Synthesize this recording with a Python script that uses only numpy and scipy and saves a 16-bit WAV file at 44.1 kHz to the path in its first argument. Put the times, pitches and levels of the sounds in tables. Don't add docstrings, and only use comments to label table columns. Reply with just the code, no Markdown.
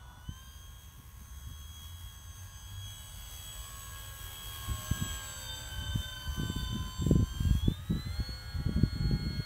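import sys
import numpy as np
from scipy.fft import rfft, irfft, next_fast_len
from scipy.io import wavfile
from scipy.ndimage import map_coordinates

SR = 44100
rng = np.random.default_rng(int(sys.argv[2]) if len(sys.argv) > 2 else 0)


def wav_record(signal):
    frames = np.transpose(np.atleast_2d(signal))
    bounded = np.clip(frames, -1, 1)
    quanta = np.round(bounded * 32767).astype(np.int16)
    wavfile.write(sys.argv[1], SR, quanta)


N = 416744

SOUND_M_PER_S, CRUISE_TURNS_PER_S = 343, 78
# [t/s, f/Hz]
SWITCHING_TONE = [(0, 7954), (2, 7947), (2.98, 7945), (3.84, 7921), (4.56, 7876), (5.38, 7748), (6.2, 7663),
                  (6.94, 7607), (8.6, 7569), (9.45, 7574)]


def amp(db):
    return 10 ** (np.asarray(db) / 20)


def unit(x):
    return x / np.sqrt(np.mean(x ** 2) + 1e-20)


def along(points, hz):
    f, v = np.transpose(points)
    return np.interp(np.log(hz + 1), np.log(f + 1), v)


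def curves(rows):
    s, *cols = np.transpose(rows)
    return [np.interp(np.arange(N) / SR, s, c) for c in cols]


def wobble(rate):
    knots = rng.standard_normal(1024)
    coarse = np.arange(0, N + 128, 128)
    values = map_coordinates(knots, [coarse * rate / SR], mode="wrap")
    return np.interp(np.arange(N), coarse, values)


def filtered(x, response):
    size = next_fast_len(N + SR // 4)
    spectrum = rfft(x, size) * response(np.fft.rfftfreq(size, 1 / SR))
    return irfft(spectrum, size)[:N]


def noise(spectrum):
    white = rng.standard_normal(N)
    return unit(filtered(white, lambda hz: amp(along(spectrum, hz))))


def angle(hz):
    return 2 * np.pi * np.cumsum(hz) / SR


def tone(phase, db):
    return np.sqrt(2) * amp(db) * np.sin(phase + rng.uniform(0, 2 * np.pi))


def swell_db(rows):
    t = np.arange(N) / SR
    return sum(db * np.exp(-((t - s) / half) ** 2) for s, half, db in rows)


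def flight(pass_s=5.27, distance_m=11, speed_m_per_s=8.665, mic_height_m=1.5):
    # [t/s, height/m]
    height = [(0, 1.46), (1, 1.43), (2, 3.54), (3, 3.37), (3.7, 3.35), (4.4, 3.5), (5.1, 3.98), (6.5, 5.7),
              (7.2, 6.23), (8.4, 13), (9.45, 13.8)]
    ahead_m = speed_m_per_s * (pass_s - np.arange(N) / SR)
    range_m = np.hypot(distance_m, ahead_m)
    near_db = 20 * np.log10(distance_m / range_m)
    aspect = np.degrees(np.arctan2(distance_m, ahead_m))
    echo_lag = 2 * mic_height_m * curves(height)[0] / range_m / SOUND_M_PER_S
    return near_db, aspect, echo_lag


def countryside(opening_db=-61.5, opening_s=0.25, valley_db=-68):
    # [t/s, f/Hz, relative level/dB]
    far_engine = [(1.1, 62, -66), (1.3, 66, -49.5), (1.8, 81, -49.5), (2.2, 89, -52.5), (2.85, 98, -45),
                  (3.2, 99, -72), (4.2, 100, -61), (4.7, 104, -49.5), (5.4, 110, -56.5)]
    # [f/Hz, level/dB per Hz]
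    valley_colour = [(100, -36), (250, 1.5), (450, -1), (700, -2), (950, 8), (1400, -0.5), (1900, 0.5),
                     (2400, -10), (5000, -14.5), (15000, -39.5)]
    hz, db = curves(far_engine)
    drone = tone(angle(hz * (1 + 0.013 * wobble(10))), db - 0.5 + 1.5 * wobble(7.3))
    opening = .5 - .5 * np.tanh((np.arange(N) / SR - opening_s) / 0.033)
    opening_colour = [(500, -11), (750, -2), (950, 1.5), (1400, -4), (1900, -26)]
    swell = opening * amp(opening_db) * noise(opening_colour)
    valley = amp(valley_db + 0.29 * wobble(1.74)) * noise(valley_colour)
    return drone + swell + valley


def mount_lift(hz):
    # [f/Hz, width/Hz, lift/dB]
    resonances = [(1050, 330, 0), (1650, 140, 15), (2986, 61, 6), (3450, 200, 8.5), (5220, 370, -10),
                  (6203, 316, 12.5)]
    return sum(db / (1 + (2 * (hz - centre) / width) ** 2) for centre, width, db in resonances)


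def leading_tones(speed, near_db, aspect, flutter_db=1.24, fading_db=2.6, twin_db=-4, twin_reach_hz=130,
                  throb_depth=0.053, mount_peak_db=13):
    # [t/s, relative level/dB]
    pole_tone = [(0, -65.5), (.4, -64.5), (.6, -69), (2.55, -67), (3.26, -69.5), (3.8, -55), (4.32, -61.5),
                 (4.72, -49), (5.28, -57), (5.66, -67), (6.4, -53.5), (6.98, -52.5), (7.66, -64),
                 (8.3, -60), (9.45, -58)]
    phase_tone = [(0, -62), (.3, -65.5), (1.02, -75), (1.74, -74), (2.4, -65.5), (3.36, -68.5),
                  (3.92, -56.5), (4.6, -61), (5.02, -47.5), (5.5, -56.5), (5.76, -52.5), (6.46, -52.5),
                  (7.1, -65), (7.5, -56), (7.75, -70), (8.05, -59.5), (8.64, -66.5), (9.45, -57.5)]
    commutation_tone = [(0, -74), (.2, -76), (.28, -58.5), (.8, -64), (1.14, -73.5), (1.5, -59),
                        (1.8, -54.5), (2.45, -64), (2.87, -51.5), (3.15, -58), (3.48, -50.5), (3.8, -60.5),
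                        (4.5, -47.5), (4.82, -56), (5.08, -49), (5.35, -59), (5.52, -48), (5.9, -48),
                        (6.8, -50), (7.16, -62), (7.36, -51.5), (7.56, -52), (7.64, -46.5), (7.82, -56.5),
                        (8.28, -46), (8.68, -57), (9.04, -48), (9.45, -48)]
    # [t/s, half length/s, level/dB]
    whine_dips = [(3.73, .05, -7), (3.92, .04, -9), (4.15, 0.034, -15), (5.65, 0.049, -13), (7.84, .05, -8),
                  (8.1, 0.033, -7.5)]
    # [t/s, half length/s, level/dB]
    ring_swells = [(.05, 0.13, 1), (5.52, 0.057, 6), (5.75, 0.098, -9), (6.35, .12, -10), (6.6, 0.092, 8),
                   (7.03, 0.067, 5), (7.6, 0.36, -14)]
    positions = [(0, 49), (1, 0), (1, -21), (1, -42)]
    # [relative level/dB, gain ahead/dB, gain along the axis/dB,
    # power of the shaft speed, lobe depth/dB, lobe spacing/deg, lobe aim/deg off the nose]
    radiation = [(-51.5, 2, -31, -9, 14.5, 143, 143), (-50.5, 1.6, -9.5, 1.5, 5, 52.6, 88.7),
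                 (-60, 3.5, 1.9, -3, 6, 65, 85.6), (-63.5, -6.5, 2, -0.2, 4, 32.8, 99.4)]

    switching, = curves(SWITCHING_TONE)
    ahead = np.cos(np.radians(aspect))
    speed_db = 20 * np.log10(speed / CRUISE_TURNS_PER_S)
    whines = [(0, 14, curves(pole_tone)[0]),
              (0, 21, curves(phase_tone)[0]),
              (0, 42, curves(commutation_tone)[0] + swell_db(whine_dips))]
    for (carrier, order), row in zip(positions, radiation):
        level_db, ahead_db, axial_db, power, lobe_db, spacing, aim = row
        lobes = np.cos(2 * np.pi * (aspect - aim) / spacing)
        pattern_db = ahead_db * ahead + axial_db * ahead ** 2 + lobe_db * lobes
        db = level_db + near_db + pattern_db + power * speed_db + fading_db * wobble(8)
        whines.append((carrier, order, db))

    beat_hz = switching - 105 * speed
    beat_db = twin_db - 20 * np.log10(1 + (beat_hz / twin_reach_hz / 2) ** 2)
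    out = np.zeros(N)
    for carrier, order, db in whines:
        hz = carrier * switching + order * speed
        db = db + flutter_db * wobble(30) + 0.59 * wobble(11) - .6
        if order == 49:
            db = db + swell_db(ring_swells)
        if order == -21:
            db = db + mount_lift(hz) - mount_peak_db
        out += tone(angle(hz), db)
        if order in (21, 49):
            out += tone(angle(hz + beat_hz), db + beat_db)
    return out * (1 + throb_depth * np.cos(angle(speed)))


def lesser_tones(speed, loud_db, aspect, beam_db=6.0, treble_db=-3, fading_db=3.0, sideband_low_hz=1800):
    positions = [(0, 13), (0, 16), (0, 18), (0, 19), (0, 63), (0, 84), (1, -63), (1, -17), (1, -19),
                 (1, -4), (1, -2), (1, 2), (1, 4), (1, 6), (1, 8), (1, 14)]
    strengths_db = [-69, -76.5, -76.5, -74, -68, -67.5, -70, -75.5, -78, -114, -87, -75, -93, -101, -74,
                    -69]
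    switching, = curves(SWITCHING_TONE)
    forward_db = treble_db + beam_db * np.cos(np.radians(aspect))
    out = np.zeros(N)
    for (carrier, order), strength_db in zip(positions, strengths_db):
        hz = carrier * switching + order * speed
        treble = np.clip((hz - 4500) / 1500, 0, 1)
        loss_db = carrier * 10 * np.log10(1 + ((sideband_low_hz / hz) ** 2) ** 2)
        db = strength_db + loud_db + treble * forward_db - loss_db + mount_lift(hz)
        out += tone(angle(hz), db + fading_db * wobble(8))
    return out


def propeller_buzz(speed, near_db, fading_db=4.5, count=46):
    # [f/Hz, relative level/dB]
    line_strength = [(150, -69), (300, -79.5), (450, -70), (600, -68), (740, -73.5), (880, -65),
                     (1020, -87), (1130, -64.5), (1300, -85), (1850, -82), (2200, -103), (3200, -76.5),
                     (3900, -86), (5000, -75)]
    turn = angle(speed)
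    out = np.zeros(N)
    for order in range(2, count):
        hz = order * speed
        db = along(line_strength, hz) + mount_lift(hz) + 2.12 * near_db - 5.0
        out += tone(order * turn, db + fading_db * wobble(6))
    return out


def propeller_air(speed, near_db, aspect, blade_depth=0.16, shaft_depth=0.28, chop_depth=0.5,
                  gusty_db=1.28, slow_db=0.47):
    # [t/s, swish relative level/dB, tip sizzle relative level/dB]
    air_levels = [(0, -78, -75), (.2, -85, -71), (.37, -78, -64.5), (1.55, -86, -62), (1.87, -88, -59),
                  (2.3, -77, -63), (2.75, -74, -60), (3.5, -69, -54), (4.0, -65.5, -54.5), (4.1, -67, -56),
                  (4.35, -66, -50.5), (5.15, -58.5, -52.5), (5.6, -64.5, -58.5), (6.22, -69, -57.5),
                  (6.7, -67.5, -59), (6.9, -68.5, -62), (7.05, -69, -59.5), (7.17, -73, -65.5),
                  (7.45, -70, -57.5), (7.75, -70, -64), (8.2, -72, -64.5), (8.8, -74, -70.5),
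                  (9.45, -70, -67.5)]
    # [f/Hz, level/dB per Hz]
    wash_colour = [(150, 6.5), (400, -12.5), (700, -5.5), (1000, -8), (1500, -3), (2000, -7), (2800, -19.5)]
    swish_colour = [(1500, -51), (2100, -6), (2600, -1.5), (2850, -2), (3100, 6), (3400, -3.5), (3800, -3),
                    (4300, -10.5), (5200, -13.5)]
    hiss_colour = [(3500, 0.5), (4400, -1), (5050, -5.5), (5700, 2.5), (6300, 4.5), (7100, -1), (8000, 2.5),
                   (9000, 1), (10300, 1), (12000, -13)]
    sizzle_colour = [(9000, -28), (10400, -19), (11000, 3.5), (11800, -0.5), (13200, 3), (14500, -1),
                     (15400, 0.5), (16000, -2)]

    swish_db, sizzle_db = curves(air_levels)
    ahead = np.cos(np.radians(aspect))
    hiss_db = sizzle_db - 9.5 - 1.5 * ahead + 1.5 * ahead ** 2
    turn = angle(speed)
    wash = amp(near_db - 60 + 0.27 * wobble(5.2)) * noise(wash_colour)
    swish = amp(swish_db + 7.0) * noise(swish_colour)
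    hiss = amp(hiss_db + 7.0) * noise(hiss_colour)
    sizzle = amp(sizzle_db + 0.5) * noise(sizzle_colour)
    chop = 1 + chop_depth * np.cos(2 * turn)
    pulsing = 1 + blade_depth * np.cos(2 * turn) + shaft_depth * np.cos(turn)
    flicker = amp(gusty_db * wobble(20) + slow_db * wobble(12))
    return chop * (wash + swish) + pulsing * flicker * (hiss + sizzle)


def over_grass(x, lag, share=0.36, dull_hz=6500):
    t = np.arange(N) / SR
    echo = filtered(x, lambda hz: 1 / (1 + (hz / dull_hz) ** 2))
    return x + share * np.interp(t - lag, t, echo)


def wind(lumps_db=6.5, surge_db=1.0, calm_buffet_db=-64, breeze_db=-51, breeze_rise_db_per_s=0.85,
         attack_s=0.018, release_s=0.04):
    # [t/s, hold/s, rumble relative level/dB, buffet relative level/dB]
    gusts = [(0.287, 0.035, -43, -49), (1.474, 0.034, -41.5, -50), (4.688, 0.043, -36, -38.5),
             (4.8, 0.023, -41, -44), (4.922, 0.14, -42.5, -42), (5.08, .05, -37.5, -51),
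             (5.76, 0.17, -40.5, -47.5), (5.873, 0.13, -36.5, -45.5), (6.27, 0.038, -33, -46),
             (6.378, 0.18, -38, -33.5), (6.59, 0.14, -36, -41), (6.744, 0.12, -36, -37),
             (6.996, 0.22, -32, -29.5), (7.105, .13, -29.5, -28.5), (7.316, 0.068, -37.5, -39.5),
             (7.436, .13, -29.5, -40), (7.636, 0.059, -29.5, -35), (7.793, 0.025, -38.5, -60),
             (7.91, 0.056, -34, -29), (8.06, 0.055, -36.5, -41), (8.19, 0.028, -33.5, -51),
             (8.29, 0.011, -39, -54), (8.552, .05, -34.5, -41), (8.653, 0.063, -38, -29.5),
             (8.763, .1, -33.5, -30), (8.93, 0.079, -35, -34.5), (9.01, 0.14, -32, -30),
             (9.206, 0.085, -34.5, -29.5), (9.336, 0.042, -35, -32)]
    # [f/Hz, level/dB per Hz]
    rumble_colour = [(15, -42), (30, -11), (50, 5), (85, 2), (130, -8), (200, -22.5), (400, -56),
                     (900, -72)]
    buffet_colour = [(30, -20), (70, -6.5), (130, 3.5), (200, -2.5), (300, -12), (450, -23.5), (800, -44),
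                     (2000, -81)]
    t = np.arange(N) / SR
    rumble = amp(breeze_db + breeze_rise_db_per_s * t)
    buffet = np.full(N, amp(calm_buffet_db))
    for start, hold, rumble_db, buffet_db in gusts:
        corners = [start - attack_s, start, start + hold, start + hold + release_s]
        gust = np.interp(t, corners, [0, 1, 1, 0])
        rumble = np.maximum(rumble, amp(rumble_db) * gust)
        buffet = np.maximum(buffet, amp(buffet_db) * gust)
    surging = unit(noise(rumble_colour) * amp(surge_db * wobble(18)))
    lumpy = unit(noise(buffet_colour) * amp(lumps_db * wobble(55)))
    return amp(-0.5) * rumble * surging + amp(-2) * buffet * lumpy


def slaps(sharpness=0.76, ragged=0.16, gain_db=-1):
    # [t/s, relative peak level/dB, swing f/Hz before the sharpness factor]
    eddies = [(0.293, -30.5, 122), (1.494, -35, 109), (4.69, -33, 85), (4.915, -19.5, 122),
              (5.024, -21.5, 139), (5.959, -18.5, 121), (6.399, -21, 157), (6.434, -25.5, 200),
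              (6.501, -19.5, 181), (6.73, -26, 143), (7.067, -19, 203), (7.112, -11, 243),
              (7.157, -13, 190), (7.228, -21.5, 209), (7.407, -18, 109), (7.453, -18, 113),
              (7.51, -14, 113), (7.552, -18, 110), (7.683, -12.5, 172), (7.909, -18, 124),
              (8.072, -29, 128), (8.203, -25.5, 177), (8.293, -30.5, 200), (8.664, -21.5, 100),
              (8.694, -22, 224), (8.765, -21, 131), (8.836, -11.5, 150), (9.113, -19, 220)]
    out = np.zeros(N)
    t = np.arange(-SR // 20, SR // 20) / SR
    for s, db, hz in eddies:
        u = 2 * np.pi * hz * t * sharpness
        swing = -np.tanh(u) / np.cosh(u)
        first = round(s * SR) - len(t) // 2
        out[first:][:len(t)] += 2 * amp(db + gain_db) * swing
    out *= 1 + ragged * noise([(50, 13.5), (300, -39), (600, -14), (1500, -50)])
    return filtered(out, lambda hz: (1j * hz / (1j * hz + 40)) ** 2)


def scene(abeam_db=3.0, aft_db=1.5, throttle_power=2.54):
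    # [t/s, turns per second]
    shaft_speed = [(0, 70), (.23, 69.9), (.33, 74), (.46, 76.3), (.6, 77.15), (.86, 77.9), (1.74, 78.45),
                   (2.56, 77.9), (2.9, 78.7), (3.6, 78.95), (4.06, 78.2), (4.56, 78), (4.8, 77.2),
                   (5.06, 77.8), (5.26, 76.6), (5.52, 73.6), (5.68, 72.85), (6.1, 73.35), (6.5, 72.7),
                   (7.16, 73.6), (7.44, 75.9), (7.62, 78.8), (7.72, 84.6), (7.84, 90.4), (8.09, 97.7),
                   (8.2, 102.8), (8.32, 103.6), (8.54, 102.7), (9.45, 102.8)]
    # [t/s, half length/s, level/dB]
    shared_swells = [(.1, 0.13, -2), (1.042, 0.16, -7), (3.453, 0.5, 1.5), (4.25, 0.3, -1.5),
                     (6.45, 0.18, 0), (7.42, 0.31, 3), (7.85, .16, -6.5), (9.31, 0.13, 2)]
    speed = curves(shaft_speed)[0] * (1 + 0.000568 * wobble(30))
    near_db, aspect, echo_lag = flight()
    throttle_db = throttle_power * 20 * np.log10(speed / CRUISE_TURNS_PER_S)
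    loud_db = abeam_db + near_db - aft_db * np.cos(np.radians(aspect)) + throttle_db
    drift_db = swell_db(shared_swells)
    motor = leading_tones(speed, near_db + drift_db, aspect) + lesser_tones(speed, loud_db + drift_db, aspect)
    buzz = propeller_buzz(speed, loud_db + 0.45 * drift_db)
    propeller = over_grass(buzz + propeller_air(speed, loud_db, aspect), echo_lag)
    return (motor + propeller + wind() + slaps() + countryside())[None]


def record(dry, top_hz=15720):
    return filtered(dry[0], lambda hz: hz < top_hz)[None]


dry = scene()
out = record(dry)
wav_record(out)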